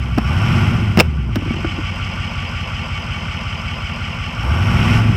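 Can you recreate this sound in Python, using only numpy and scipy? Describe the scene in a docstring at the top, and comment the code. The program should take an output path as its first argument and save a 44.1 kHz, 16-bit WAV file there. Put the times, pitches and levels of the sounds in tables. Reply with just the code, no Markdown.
"""In the cab of a V8 diesel van, at the driver's seat: a blip of throttle, a fall back to idle, another rev.
Firings boom through cab resonances as multiples of the cycle rate; a rough tone whines as the injection pump.
Loosely repeated contacts ring the block as knock and clatter and tick in the injectors, with a fine hiss.
Close to the microphone, decaying thumps and noise bursts knock on the steering column trim, once hard
enough to overload the input, and a loose panel rattles softly."""
import sys
import numpy as np
from scipy import signal
from scipy.fft import rfft, irfft, next_fast_len
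from scipy.io import wavfile
from scipy.ndimage import uniform_filter1d

SR = 44100
rng = np.random.default_rng(int(sys.argv[2]) if len(sys.argv) > 2 else 0)


def unload_wav(signal):
    """Save mono or channel-first audio to the path in sys.argv[1] as 16-bit WAV at rate SR, clipped to [-1, 1]."""
    wavfile.write(
        sys.argv[1],
        SR,
        np.round(np.clip(np.atleast_2d(signal).T, -1, 1) * 32767).astype(np.int16),
    )


N = 227688
TIME = np.arange(N) / SR
CYLINDERS = 8
IDLE_HZ = 45.3  # reference idle speed, in firings per second


def from_db(db):
    """Decibels to gain."""
    return 10 ** (np.asarray(db) / 20)


def rms_one(x):
    """Scale to unit power."""
    return x / np.sqrt(np.mean(x ** 2) + 1e-20)


def evened(x):
    """Unit power over any fifth of a second; the faster throb stays."""
    return x / np.sqrt(uniform_filter1d(x ** 2, size=SR // 5) + 1e-12)


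def drift(rate):
    """Slow chance with spread 1, changing about rate times a second."""
    steps = rng.standard_normal(int(rate * N / SR) + 2)
    return rms_one(np.interp(TIME * rate, np.arange(len(steps)), steps))


def colour(x, points):
    """Causal (minimum-phase) filter with the given spectrum and unit power gain."""
    size = next_fast_len(N + SR // 4, True) // 2 * 2
    hz, db = np.transpose(points)
    octave = np.log2(np.maximum(np.fft.rfftfreq(size, 1 / SR), 1))
    # beyond the end points the spectrum falls 20 dB per octave
    outside = np.abs(octave - np.clip(octave, np.log2(hz[0]), np.log2(hz[-1])))
    gain = rms_one(from_db(np.interp(octave, np.log2(hz), db) - 20 * outside))
    # folding the cepstrum forward in time gives minimum phase
    cepstrum = irfft(np.log(gain))
    cepstrum[1:size // 2] *= 2
    cepstrum[size // 2 + 1:] = 0
    return irfft(rfft(x, size) * np.exp(rfft(cepstrum)))[:N]


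def add(track, s, sound):
    """Lay a sound on the track from time s."""
    start = max(int(s * SR), 0)
    track[start:start + len(sound)] += sound[:max(N - start, 0)]


# engine speed: time_s, firing_rate_hz
ENGINE_SPEED = [(0, 68), (.24, 59), (.5, 124), (.6, 135), (.76, 122), (1.1, 74), (1.45, 44.9), (2.2, 45.5),
                (2.55, 43.54), (4.35, 43.6), (4.65, 98), (4.75, 129), (4.99, 181), (5.16, 162)]
CYCLE_START_S = 3.284  # an engine cycle is counted from here


def crankshaft():
    """Firing rate, and its running sum: the crank angle counted in firings, eight to a cycle."""
    time_s, firing_rate_hz = np.transpose(ENGINE_SPEED)
    speed = np.interp(TIME, time_s, firing_rate_hz)
    crank = np.cumsum(speed) / SR
    return speed, crank - np.interp(CYCLE_START_S, TIME, crank)


def each_turn(crank):
    """A swing from 1 to -1 and back in every turn of the crankshaft, twice a cycle."""
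    return np.cos(2 * np.pi * crank / (CYLINDERS / 2))


# presses of the pedal: start_s, held_until_s, released_s, depth (0-1)
PEDAL_PRESSES = [(.15, .55, .83, .91), (4.315, 4.94, 5.0, 1)]
PRESS_ATTACK_S = .085


def pedal(lag_s=0):
    """How far the pedal is down, 0-1: a quick press, a hold, a release."""
    travel = np.zeros(N)
    for down, held, up, depth in PEDAL_PRESSES:
        travel += depth * np.interp(TIME - lag_s, [down, down + PRESS_ATTACK_S, held, up], [0, 1, 1, 0])
    return travel


# the governor shuts off the fuel, then catches the falling engine
FUEL_CUT_S, FUEL_FADE_S, CATCH_S = .97, 0.11, 1.298
# and lets go again over this range of firings per second
GOVERNOR_FULL_HZ, GOVERNOR_OFF_HZ = 60, 80


def settled(settle_s):
    """Approach from 0 to 1 once the governor has caught the engine."""
    return 1 - np.exp(-np.maximum(TIME - CATCH_S, 0) / settle_s)


# layer loudness: idle_db, pull_db (at idle speed), pull_rise_db_per_hz (of firing rate),
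# coast_db (at idle speed), fuel_cut_drop_db (negative rises), settle_s (into idle), pedal_lag_s
LAYER_LEVELS = {"boom": (-25.1, -16, .03, -21.4, -.8, .7, .07),
                "knock": (-32.7, -28, .03, -38.3, 4.2, .13, .04),
                "clatter": (-30.6, -32.8, .076, -38.4, 5, .1, .01),
                "injectors": (-45.5, -46.9, .076, -52.7, 5.5, 0.1, .025),
                "hiss": (-58.4, -52.4, 0.0667, -60, 5.5, .045, .03),
                "pump": (-49.2, -45.6, .016, -58.5, 5, 0.2, 0)}
COAST_DB_PER_DOUBLING = 4.5


def loudness(layer, speed):
    """Gain of a layer as the engine passes between coasting, idling and pulling."""
    idle_db, pull_db, pull_rev_db, coast_db, cut_db, settle_s, lag_s = LAYER_LEVELS[layer]
    caught = settled(settle_s)
    shut_off = np.clip((TIME - FUEL_CUT_S) / FUEL_FADE_S, 0, 1) * (1 - caught)
    idling = caught * np.interp(speed, [GOVERNOR_FULL_HZ, GOVERNOR_OFF_HZ], [1, 0])
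    db = coast_db + COAST_DB_PER_DOUBLING * np.log2(speed / IDLE_HZ)
    db = db + idling * (idle_db - db) - shut_off * cut_db
    pulling_db = pull_db + pull_rev_db * (speed - IDLE_HZ)
    return from_db(db + pedal(lag_s) * (pulling_db - db))


# the cab's answer to the firings: pitch_hz, level_db (relative)
CAB_RESPONSE = [(24, -46), (34, -33), (43, -4.5), (60, 0), (88, 1), (105, 5.5), (128, 2), (160, 0.5),
                (190, -4), (236, -0.5), (280, -18), (345, -11), (430, -24), (600, -31.5)]
# beats per engine cycle strengthened or weakened by the drivetrain; order 8 is the firing rate:
# order, boost_db (negative weakens), strongest_effect_firing_rate_hz, width_octaves
DRIVETRAIN_ORDERS = [(5, 13, 180, .4), (6, 8, 132, .3), (8, 20, 70, .8), (10, 7, 175, .4), (11, 7, 44, .3),
                     (12, 5, 150, .4), (13, 4, 44, .3), (14, 3, 44, .3), (15, 3, 125, .3),
                     (16, 13, 50, .75), (20, -7, 44, .3), (24, 3, 44, .5), (32, 6, 44, .5)]


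def boom(crank, speed, churn=0.29, churn_db=3.0, fade_db_per_order=.07, count=52):
    """Unequal cylinders sound every multiple of the cycle rate; each glides through the cab resonances."""
    hz, db = np.transpose(CAB_RESPONSE)
    boost_db = {}
    for order, peak_db, centre_hz, width in DRIVETRAIN_ORDERS:
        boost_db[order] = peak_db * np.exp(-(np.log2(speed / centre_hz) / width) ** 2)
    tones = np.zeros(N)
    for order in range(2, count):
        cab_db = np.interp(order * speed / CYLINDERS, hz, db)
        gain = from_db(cab_db + boost_db.get(order, 0) - fade_db_per_order * order)
        # no two cycles are quite alike, which blurs the high orders most
        waver = .012 * order * drift(14)
        tones += gain * np.sin(2 * np.pi * (order * crank / CYLINDERS + rng.random()) + waver)
    # gas flow grows rougher with speed and surges at every firing
    surge = np.sqrt(speed / IDLE_HZ) * from_db(churn_db * np.cos(2 * np.pi * crank))
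    turbulence = churn * surge * colour(rng.standard_normal(N), CAB_RESPONSE)
    return evened(evened(tones) + turbulence)


# whine at idle, rise with the pedal down, overshoot at the catch and its settling time
PUMP_HZ, PUMP_RISE_HZ, PUMP_OVERSHOOT_HZ, PUMP_SETTLE_S = 5185, 270, 652, .13


def pump(crank, speed, sway_hz=200, width_hz=330, throb_db=2.0, chirp_db=6.0, uneven=.4):
    """A rough whine pulses at each firing and rises with the pedal; at idle it dips and chirps each turn."""
    overshoot = (TIME > CATCH_S) * (1 - settled(PUMP_SETTLE_S))
    hz = PUMP_HZ + PUMP_RISE_HZ * pedal() + PUMP_OVERSHOOT_HZ * overshoot
    # the dip fades quickly as the revs climb
    dip = np.maximum(each_turn(crank - 1.1), 0) * (1 + uneven * drift(11)) * (IDLE_HZ / speed) ** 3
    phase = 2 * np.pi * np.cumsum(hz - sway_hz * dip) / SR
    whine = drift(width_hz) * np.cos(phase) + drift(width_hz) * np.sin(phase)
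    return evened(whine * from_db(chirp_db * dip + throb_db * np.cos(2 * np.pi * (crank - .62))))


def rattle(crank, throb_db, slop_s, bed, uneven_db, lope_db, lope_firing, count=360):
    """Parts touch loosely at the same crank angles every cycle, hardest after a firing and once a turn."""
    angles, sizes = rng.uniform(0, CYLINDERS, count), rng.standard_normal(count)
    starts = CYLINDERS * np.arange(crank[0] // CYLINDERS, crank[-1] / CYLINDERS)
    times = np.interp(starts[:, None] + angles, crank, TIME, left=-1, right=-1)
    at = np.round((times + slop_s * rng.standard_normal(times.shape)) * SR).astype(int)
    sizes = sizes * from_db(uneven_db * rng.standard_normal(times.shape))
    heard = (at >= 0) & (at < N)
    contacts = evened(np.bincount(at[heard], sizes[heard], N))
    # crank % 1 counts from one firing to the next
    strength_db = lope_db * each_turn(crank - lope_firing) - throb_db * (crank % 1)
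    return (contacts + bed * rng.standard_normal(N)) * from_db(strength_db)


def block(modes, crank, speed, shakes):
    """Contacts ring engine resonances that swell or dip by the nearest cylinder, less so as revs rise."""
    out = np.zeros(N)
    for k, (hz, width_hz, db, swell_db, nearest, rev_db) in enumerate(modes):
        band = signal.butter(2, [hz - width_hz / 2, hz + width_hz / 2], "band", fs=SR, output="sos")
        ringing = evened(signal.sosfilt(band, shakes[k % 2]))
        swell = swell_db * np.cos(2 * np.pi * (crank - nearest) / CYLINDERS) * IDLE_HZ / speed
        out += ringing * from_db(db + swell + rev_db * np.log2(speed / IDLE_HZ))
    return evened(out)


# low block resonances: pitch_hz, width_hz, level_db (relative, at idle speed), swell_db (over a cycle
# at idle speed), nearest_cylinder (in firings, wraps round after 8), rise_db_per_doubling (of speed)
KNOCK_MODES = [(346, 130, -10.5, 2, 3.8, -1), (580, 238, -4.5, -2.5, 1.1, 2), (723, 97, -7.5, 0, 5.1, 4.5),
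               (835, 77, -4.5, 4, 3.15, 3), (985, 196, -4, 4.5, 5.35, 3.5), (1163, 56, 0, 2.5, 1.4, 2),
               (1343, 164, -3.5, 1.5, 0.42, 3), (1446, 183, -0.5, 2.5, 0.18, 3.5)]


def knock(crank, speed):
    """Combustion shakes the low resonances of the block."""
    combustion = [rattle(crank - .5, throb_db=2.0, slop_s=.00007, bed=0.44, uneven_db=0.5,
                         lope_db=0.6, lope_firing=1.7) for _ in range(2)]
    return block(KNOCK_MODES, crank, speed, combustion)


# valve gear resonances: pitch_hz, width_hz, level_db (relative, at idle speed), swell_db (over a cycle
# at idle speed), nearest_cylinder (in firings, wraps round after 8), rise_db_per_doubling (of speed)
CLATTER_MODES = [(1946, 356, -8, 0.36, 1.7, 1), (2134, 94, -9.5, 0.64, 1.4, 0.3),
                 (2234, 36, -6, 3.5, 1.4, -2), (2465, 410, -2.5, 0.94, 1.1, 0.1),
                 (2731, 126, -5, 0.33, 4.5, -1.1), (2960, 195, -3.5, 2.7, 2.2, -1),
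                 (3140, 265, -8, 1.1, 1.1, -0.7)]


def clatter(crank, speed):
    """Valve contacts ring the middle resonances of the engine."""
    valves = [rattle(crank - .55, throb_db=3.0, slop_s=.00007, bed=0.63, uneven_db=0.5,
                     lope_db=1.0, lope_firing=.7) for _ in range(2)]
    return block(CLATTER_MODES, crank, speed, valves)


def injector_ticks(crank):
    """Sharp, noisy contacts fall away strongly after each firing."""
    return rattle(crank - .38, throb_db=5.3, slop_s=.0001, bed=1.5, uneven_db=1.5,
                  lope_db=0.9, lope_firing=1.8)


# injector resonances: pitch_hz, width_hz, level_db (relative, at idle speed), swell_db (over a cycle
# at idle speed), nearest_cylinder (in firings, wraps round after 8), rise_db_per_doubling (of speed)
INJECTOR_MODES = [(4247, 44, -9, 2.4, 2.6, -0.83), (4200, 1200, -7.5, 1, 2.2, 2.2),
                  (5060, 850, 0, 0.92, 0.72, 1), (5480, 1340, -1, 0.92, 2.6, 1),
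                  (7780, 810, -10, 1.6, 8.8, 1)]


def injectors(crank, speed):
    """Two tracks of ticks ring the high, mostly broad resonances of the injectors."""
    return block(INJECTOR_MODES, crank, speed, [injector_ticks(crank) for _ in range(2)])


# fine hiss of fuel and air: pitch_hz, level_db (relative)
HISS_SPECTRUM = [(500, -4), (3000, 14), (4000, 16), (5600, -17), (6900, 3), (8200, 14), (9000, 8.5),
                 (10000, 4.5), (11500, 11), (12400, 3), (13100, 5), (14500, 0), (15800, -5)]


def hiss(crank):
    """Fuel and air hiss in time with the injectors: a separate track of ticks, coloured."""
    return evened(colour(injector_ticks(crank), HISS_SPECTRUM))


# knocks on the trim, close by: start_s, thump_hz, thump_db, clack_db, snap_db
TRIM_KNOCKS = [(.176, 282, -5, -13, -31), (.183, 213, -2, -16, -19.5), (.973, 190, 2.5, -12, -13),
               (.984, 330, -3.5, -10, -23), (.991, 198, -2, -13, -10), (0.9991, 400, -5, -2, -2),
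               (1.004, 510, -6, -13, -2.5), (1.29, 239, -17, -33, -58), (1.357, 327, -11.5, -15, -18),
               (1.366, 217, -5.5, -42, -55), (1.507, 226, -6, -24.5, -38), (1.646, 333, -6.5, -19, -50),
               (1.787, 305, -11.5, -37, -58)]
# dull contact of plastic trim: pitch_hz, level_db (relative)
CLACK_SPECTRUM = [(200, -3.5), (420, -0.5), (600, 0), (800, -2.5), (1000, -8), (1300, -3), (1800, -11.5),
                  (3000, -23)]
# sharp contact of plastic trim: pitch_hz, level_db (relative)
SNAP_SPECTRUM = [(600, -3.5), (1400, -41), (2150, 1.5), (2400, -1.5), (2720, 7.5), (3200, -6.5),
                 (4500, -13.5), (5400, -3), (6500, -20.5), (8000, -18.5), (10500, -25), (12000, -22),
                 (16000, -23)]


def bumps(thump_t60=0.051, clack_t60=0.044, snap_t60=0.023, tail_db=-35, cab_t60=0.24):
    """Each knock is a hollow thump, a clack and a sharp snap; clack and snap leave a short tail in the cab."""
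    t = np.arange(SR // 5) / SR
    thumps, clacks, snaps = np.zeros((3, N))
    tail = from_db(tail_db - 60 * t / cab_t60)
    for s, hz, thump_db, clack_db, snap_db in list(TRIM_KNOCKS) + loose_panel():
        grit = rng.standard_normal((2, len(t)))
        onset = 1 - np.exp(-t / 0.0018)
        add(thumps, s, np.sin(2 * np.pi * hz * t) * onset * from_db(thump_db - 60 * t / thump_t60))
        add(clacks, s, grit[0] * from_db(clack_db) * (from_db(-60 * t / clack_t60) + tail))
        add(snaps, s, grit[1] * from_db(snap_db) * (from_db(-60 * t / snap_t60) + tail))
    return thumps + colour(clacks, CLACK_SPECTRUM) + colour(snaps, SNAP_SPECTRUM)


# the panel's first touch, base gap, middle pitch, first thump level and fade
LOOSE_START_S, LOOSE_GAP_S, LOOSE_HZ, LOOSE_DB, LOOSE_FADE_DB_PER_S = 1.38, .027, 330, -15.5, 22


def loose_panel(spread=.1, uneven_db=2.0, clack_db=-17, snap_db=-36, count=16):
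    """A loose panel rattles in soft, uneven touches that die away, given as further rows of knocks."""
    late, pitch, strength = rng.standard_normal((count, 3)).T
    since = LOOSE_GAP_S * (np.arange(count) + late / 4)
    db = LOOSE_DB - LOOSE_FADE_DB_PER_S * since + uneven_db * strength
    hz = LOOSE_HZ * np.exp(spread * pitch)
    return list(zip(LOOSE_START_S + since, hz, db, db + clack_db, db + snap_db))


def scene():
    """The crankshaft times every layer of the engine; the knocks on the trim lie on top."""
    speed, crank = crankshaft()
    sounds = {"boom": boom(crank, speed),
              "pump": pump(crank, speed),
              "knock": knock(crank, speed),
              "clatter": clatter(crank, speed),
              "injectors": injectors(crank, speed),
              "hiss": hiss(crank)}
    engine = sum(loudness(layer, speed) * sound for layer, sound in sounds.items())
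    return (engine + bumps())[None]


CUTOFF_HZ = 15900


def record(dry):
    """The microphone input rounds off peaks near full scale; a steep low-pass cuts the top."""
    clipped = dry / (1 + dry ** 8) ** (1 / 8)
    low_pass = signal.ellip(10, .1, 70, CUTOFF_HZ, fs=SR, output="sos")
    return signal.sosfilt(low_pass, clipped)


dry = scene()
out = record(dry)
unload_wav(out)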